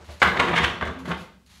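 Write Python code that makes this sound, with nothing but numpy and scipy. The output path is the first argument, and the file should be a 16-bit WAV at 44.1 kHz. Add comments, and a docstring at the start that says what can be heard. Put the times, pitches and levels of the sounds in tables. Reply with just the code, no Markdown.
"""A wooden stool is set down and dragged over a tiled kitchen floor: its feet stick and slip, bite on
the tile and shake the frame, and its legs groan. It knocks to rest and gets one more short shove.
Steps make the hard room boom low; a broom sweeps and a slipper scuffs faintly. One microphone
stands in the kitchen, far enough off that the knocks are almost matched by their echo."""
import sys
import numpy as np
from scipy import signal
from scipy.fft import rfft, irfft
from scipy.io import wavfile
from scipy.ndimage import uniform_filter1d

SR = 44100
rng = np.random.default_rng(int(sys.argv[2]) if len(sys.argv) > 2 else 0)


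def inscribe(sig):
    """Save sig as 16-bit PCM at rate SR to the path in sys.argv[1].

    A 1-D sig is mono; a 2-D sig holds one channel per row.
    Samples are clipped to [-1, 1] before scaling.
    """
    pcm = np.round(np.clip(np.atleast_2d(sig).T, -1, 1) * 32767)
    wavfile.write(sys.argv[1], SR, pcm.astype(np.int16))


N = 70560


def drag(feet=2, slide_grit=0.58, bite_grit=1.6):
    """The stool's feet judder over the tile, rasp brighter where they bite, and shake the frame."""
    pressure = [(.21, -90), (.235, -53), (.27, -25.5), (.30, -38), (.355, -32.5), (.41, -23.5), (.46, -29),
                (.53, -29.5), (.59, -29), (.66, -32), (.70, -39), (.76, -44.5), (.82, -48.5), (.875, -36.5),
                (.92, -44.5), (1.04, -50), (1.105, -30.5), (1.15, -38.5), (1.22, -99.5)]  # bearing of the sliding feet: time_s, level_db
    slide_colour = [(30, -26.5), (70, -24.5), (120, -2), (280, -1.5), (500, 2), (780, -3.5), (1150, 1),
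                    (2100, -11.5), (3600, -20.5), (4900, -29.5), (7000, -31), (15000, -52.5)]  # spectrum of the slide: frequency_hz, level_db
    bites = [(0.374, -24, 0.0035, 0), (.401, -13.5, 0.0037, 0), (0.435, -23, 0.0019, -3.5),
             (0.488, -25.5, 0.0087, -0.5), (0.539, -21.5, .006, -4.5), (0.567, -22, 0.0083, 2.5),
             (0.584, -17, 0.0053, 0.5), (0.624, -29, .004, 2), (.644, -18, 0.0086, 1.5),
             (0.878, -37.5, 0.0064, 2), (1.118, -25.5, 0.005, -1)]  # a foot catching: peak_s, level_db, half_length_s, tilt_db_per_octave
    bite_colour = [(60, -14), (400, -10), (1100, -2), (2100, 1), (2700, -4), (3700, -7.5), (4900, -21.5),
                   (7000, -27), (10000, -36), (15000, -53)]  # spectrum of a bite: frequency_hz, level_db
    out = level(pressure) * unit(sum(wood(slips(slide_grit), slide_colour) for _ in range(feet)))
    for peak_s, db, half_s, tilt_db in bites:
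        grip = np.exp(-.5 * ((clock() - peak_s) / half_s) ** 2)
        rasp = wood(slips(bite_grit) * grip, bite_colour, tilt_db)
        out += amp(db) * rasp * np.sqrt(2 * half_s * SR) / np.linalg.norm(rasp)
    return room(out, wet_db=-2.5) + room(shudder(slips(slide_grit)), wet_db=-11)


def slips(grit, mean_slips_per_s=600, scatter_db=3):
    """Force at a sliding foot: uneven stick-slip jerks over fine grit."""
    pace = np.repeat(rng.exponential(1, N // 64 + 1), 64)[:N]
    cycles = np.cumsum(pace) * mean_slips_per_s / SR
    jerks = np.diff(np.floor(cycles), prepend=0) * scatter(scatter_db)
    return unit(jerks) + grit * rng.standard_normal(N)


def wood(force, colour, tilt_db=0, pitch_spread=.025):
    """Legs and seat ring to a force at a foot; every contact finds slightly different resonances."""
    resonances = [(491, 9.1, -4), (643, 22, -4), (944, 100, -1.5), (1123, 34, 1), (1580, 24, -6),
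                  (1660, 67, -7), (1715, 32, -11), (2070, 140, -4.5), (3030, 69, -10), (3567, 58, -3)]  # modes of legs and seat: pitch_hz, width_hz, level_db
    modes = [(hz * (1 + pitch_spread * rng.standard_normal()), width, db + 2 * rng.standard_normal())
             for hz, width, db in resonances]
    return coloured(force + resonate(force, modes), colour, tilt_db)


def shudder(force):
    """The jerks of the feet shake the frame in its low bending modes."""
    modes = [(176.2, 15, 2), (195.2, 8.5, -8.5), (226.6, 15, -6.5), (347.7, 14, -4)]  # bending of the frame: pitch_hz, width_hz, level_db
    shaking = [(.21, -78), (.26, -34), (.40, -35), (.58, -33), (.70, -40), (.78, -54), (.84, -37),
               (.91, -39), (.95, -58), (1.04, -44.5), (1.115, -32.5), (1.17, -44), (1.3, -54), (1.4, -68)]  # strength of the shudder: time_s, level_db
    bands = [(hz, 4 * width, 0) for hz, width, _ in modes]  # trim the noise far from the modes
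    return level(shaking) * unit(resonate(resonate(force, modes), bands))


def knocks(t60_s=0.063, level_window_s=0.018):
    """Each stool foot landing on the tile sets off a dense, short ring of the wood."""
    landings = [(0.2176, -14.5, -0.5), (0.2267, -13, 0.5), (0.275, -29, 3), (.811, -28.5, -1.5),
                (.825, -24.5, -4.5), (0.852, -40.5, 5.5), (1.055, -41, 1.5), (1.077, -35.5, -11)]  # feet striking: start_s, level_db, tilt_db_per_octave
    colour = [(30, -41), (70, -14), (250, -13.5), (500, -9.5), (700, -5.5), (950, -3.5), (1650, -1),
              (2200, -8), (3500, -11.5), (4800, -26.5), (7000, -31.5), (15000, -49.5)]  # spectrum of a knock: frequency_hz, level_db
    out = np.zeros(N)
    for start_s, db, tilt_db in landings:
        age = clock() - start_s
        burst = rng.standard_normal(N) * (age >= 0) * amp(-60 * abs(age) / t60_s)
        ring = wood(burst, colour, tilt_db)
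        out += room(amp(db) * ring * np.sqrt(level_window_s * SR) / np.linalg.norm(ring), wet_db=-1)
    return out


def groans(roughness=.25):
    """A faint creak of the frame, then short, slightly rough low groans of the legs."""
    creaks = [(.07, 0.12, 610, 572, -54), (0.459, 0.078, 354.3, 351, -30.5),
              (0.508, 0.15, 171.4, 168.7, -36), (0.629, 0.068, 352.8, 346.3, -36),
              (.82, .22, 245, 265, -41.5), (0.95, 0.115, 273, 244, -46), (1.07, 0.079, 170, 173, -32),
              (1.149, 0.07, 189.2, 198, -42)]  # creak and groans: start_s, length_s, start_hz, end_hz, level_db
    out = np.zeros(N)
    for start_s, length_s, start_hz, end_hz, db in creaks:
        progress = np.clip((clock() - start_s) / length_s, 0, 1)
        phase = 2 * np.pi * np.cumsum(start_hz + (end_hz - start_hz) * progress) / SR
        waver = 1 + roughness * unit(uniform_filter1d(rng.standard_normal(N), size=500))
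        out += amp(db) * np.sqrt(2) * np.sin(np.pi * progress) * waver * np.sin(phase)
    return room(out, wet_db=-9.5)


def thuds(boom_hz=74.8, t60_s=0.4, rise_s=0.01, thump_db=-5.5, lift_db=7):
    """Steps and weight on the floor give a dull thump and wake the room's low mode."""
    footfalls = [(.0, -46.5), (0.078, -42.5), (.22, -33.5), (0.382, -38.5), (0.479, -36), (.60, -32),
                 (0.682, -41), (0.814, -37), (.865, -37), (1.0, -47), (1.086, -40), (1.508, -58)]  # weight landing: start_s, level_db (before lift_db)
    out = np.zeros(N)
    for start_s, db in footfalls:
        age = np.maximum(clock() - start_s, 0)
        rumble = resonate(rng.standard_normal(N), [(82, 62, 0)])
        thump = amp(thump_db) * unit(resonate(rumble, [(84, 45, 0)]))
        envelope = amp(db + lift_db - 60 * age / t60_s) * (1 - np.exp(-age / rise_s))
        out += envelope * (np.sin(2 * np.pi * boom_hz * age) + thump)
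    return out


def broom():
    """Bristles flick over the tile with a faint, bright hiss."""
    sweeps = [(.04, 0.14, -54, -3), (.10, 0.018, -51, -0.5), (.985, 0.017, -53, -1),
              (1.048, 0.0088, -50, -0.5), (1.075, 0.02, -45, -3), (1.17, 0.057, -51.5, -2),
              (1.458, 0.013, -58.5, 0), (1.49, 0.09, -55.5, -0.5)]  # broom strokes: start_s, hold_s, level_db, tilt_db_per_octave
    bristles = [(200, -18.5), (1000, -3), (3300, -1), (4400, 0.5), (5100, -5), (7000, -5.5), (8200, -11.5),
                (11300, -10), (12800, -17.5), (15000, -25.5)]  # spectrum of the hiss: frequency_hz, level_db
    return brush(sweeps, bristles, grain_db=6.5)


def slipper():
    """A slipper scuffs the tile, duller and grainier than the broom."""
    scuffs = [(-.02, 0.048, -49, -1), (.082, 0.019, -45, -1.5), (.195, .02, -46, 3.5)]  # sole rubbing: start_s, hold_s, level_db, tilt_db_per_octave
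    sole = [(100, -25), (300, 1), (600, 2), (1500, -4), (3000, -10), (8000, -18), (15000, -50)]  # spectrum of a scuff: frequency_hz, level_db
    return brush(scuffs, sole, grain_db=10)


def brush(strokes, colour, grain_db, rise_s=0.0068, fall_s=0.036):
    """Soft strokes over the tile: many tiny flicks that swell, hold and fade."""
    out = np.zeros(N)
    for start_s, hold_s, db, tilt_db in strokes:
        age = clock() - start_s
        flicks = rng.standard_normal(N) * scatter(grain_db)
        envelope = np.clip(age / rise_s, 0, 1) * np.exp(-np.maximum(age - hold_s, 0) / fall_s)
        out += amp(db) * envelope * unit(coloured(flicks, colour, tilt_db))
    return room(out, wet_db=-7.5)


def room(direct, wet_db, build_s=0.0067):
    """Direct sound plus the kitchen's echo, each frequency dying at its own speed."""
    decay = [(100, 0.65), (300, 0.57), (1500, 0.44), (4500, 0.54), (9000, 0.37), (15000, 0.59)]  # reverberation time: frequency_hz, t60_s
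    hz, t, spectra = signal.stft(rng.standard_normal(SR), SR, nperseg=256)
    tail = signal.istft(spectra * amp(-60 * t / along(decay, hz)[:, None]), SR, nperseg=256)[1]
    tail *= np.clip(np.arange(len(tail)) / SR / build_s, 0, 1) ** 2
    return direct + amp(wet_db) * signal.fftconvolve(direct, tail / np.linalg.norm(tail))[:N]


def room_tone(level_db=-58.5):
    """The quiet of the kitchen: a steady low rumble under a thin hiss."""
    colour = [(20, -46), (62, 3), (120, -13.5), (200, -3), (350, -30), (1000, -35), (4000, -32),
              (10000, -38), (15000, -44.5)]  # spectrum of the background: frequency_hz, level_db
    return amp(level_db) * unit(coloured(rng.standard_normal(N), colour))


def amp(db):
    """Decibels to gain."""
    return 10 ** (np.asarray(db) / 20)


def unit(x):
    """Scale to rms 1."""
    return x / np.sqrt(np.mean(x ** 2) + 1e-20)


def scatter(spread_db):
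    """A random gain for every sample."""
    return amp(spread_db * rng.standard_normal(N).clip(-2, 2))


def along(points, hz):
    """Interpolate (frequency_hz, value) points on a log axis."""
    point_hz, values = np.transpose(points)
    return np.interp(np.log(hz + 1), np.log(point_hz + 1), values)


def clock():
    """Time of every sample in seconds."""
    return np.arange(N) / SR


def level(points):
    """Gain per sample from (time_s, level_db) points."""
    return amp(np.interp(clock(), *np.transpose(points)))


def coloured(x, points, tilt_db=0, size=8192):
    """Causal filter through (frequency_hz, level_db) points, tilted per octave above the bass."""
    hz = np.fft.rfftfreq(size, 1 / SR)
    octaves = np.log2(np.clip(hz, 400, 8000) / 1500)
    cepstrum = irfft(np.log(amp(along(points, hz) + tilt_db * octaves)))
    cepstrum[1:size // 2] *= 2  # fold to minimum phase
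    cepstrum[size // 2 + 1:] = 0
    impulse = irfft(np.exp(rfft(cepstrum)))
    return signal.fftconvolve(x, impulse[:size // 2])[:N]


def resonate(x, modes, size=16384):
    """x through parallel resonances (pitch_hz, width_hz, level_db)."""
    f = np.fft.rfftfreq(size, 1 / SR)
    response = sum(amp(db) * 1j * f * width / (hz * hz - f * f + 1j * f * width)
                   for hz, width, db in modes)
    return signal.fftconvolve(x, irfft(response)[:size // 2])[:N]


def scene():
    """Stool, steps, broom and slipper over the room tone, as they reach the one microphone."""
    quiet = room_tone()
    stool = knocks() + drag() + groans()
    return (stool + thuds() + broom() + slipper() + quiet)[None]


def record(dry, low_cut_hz=37, ceiling=.95, top_hz=15700):
    """The recorder drops the deepest bass, rounds the highest peaks and cuts the top treble."""
    x = signal.sosfilt(signal.butter(4, low_cut_hz, 'high', fs=SR, output='sos'), dry)
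    x = x / (1 + np.abs(x / ceiling) ** 8) ** (1 / 8)
    in_band = np.fft.rfftfreq(2 * N, 1 / SR) < top_hz
    return irfft(rfft(x, 2 * N) * in_band)[:, :N]


dry = scene()
out = record(dry)
inscribe(out)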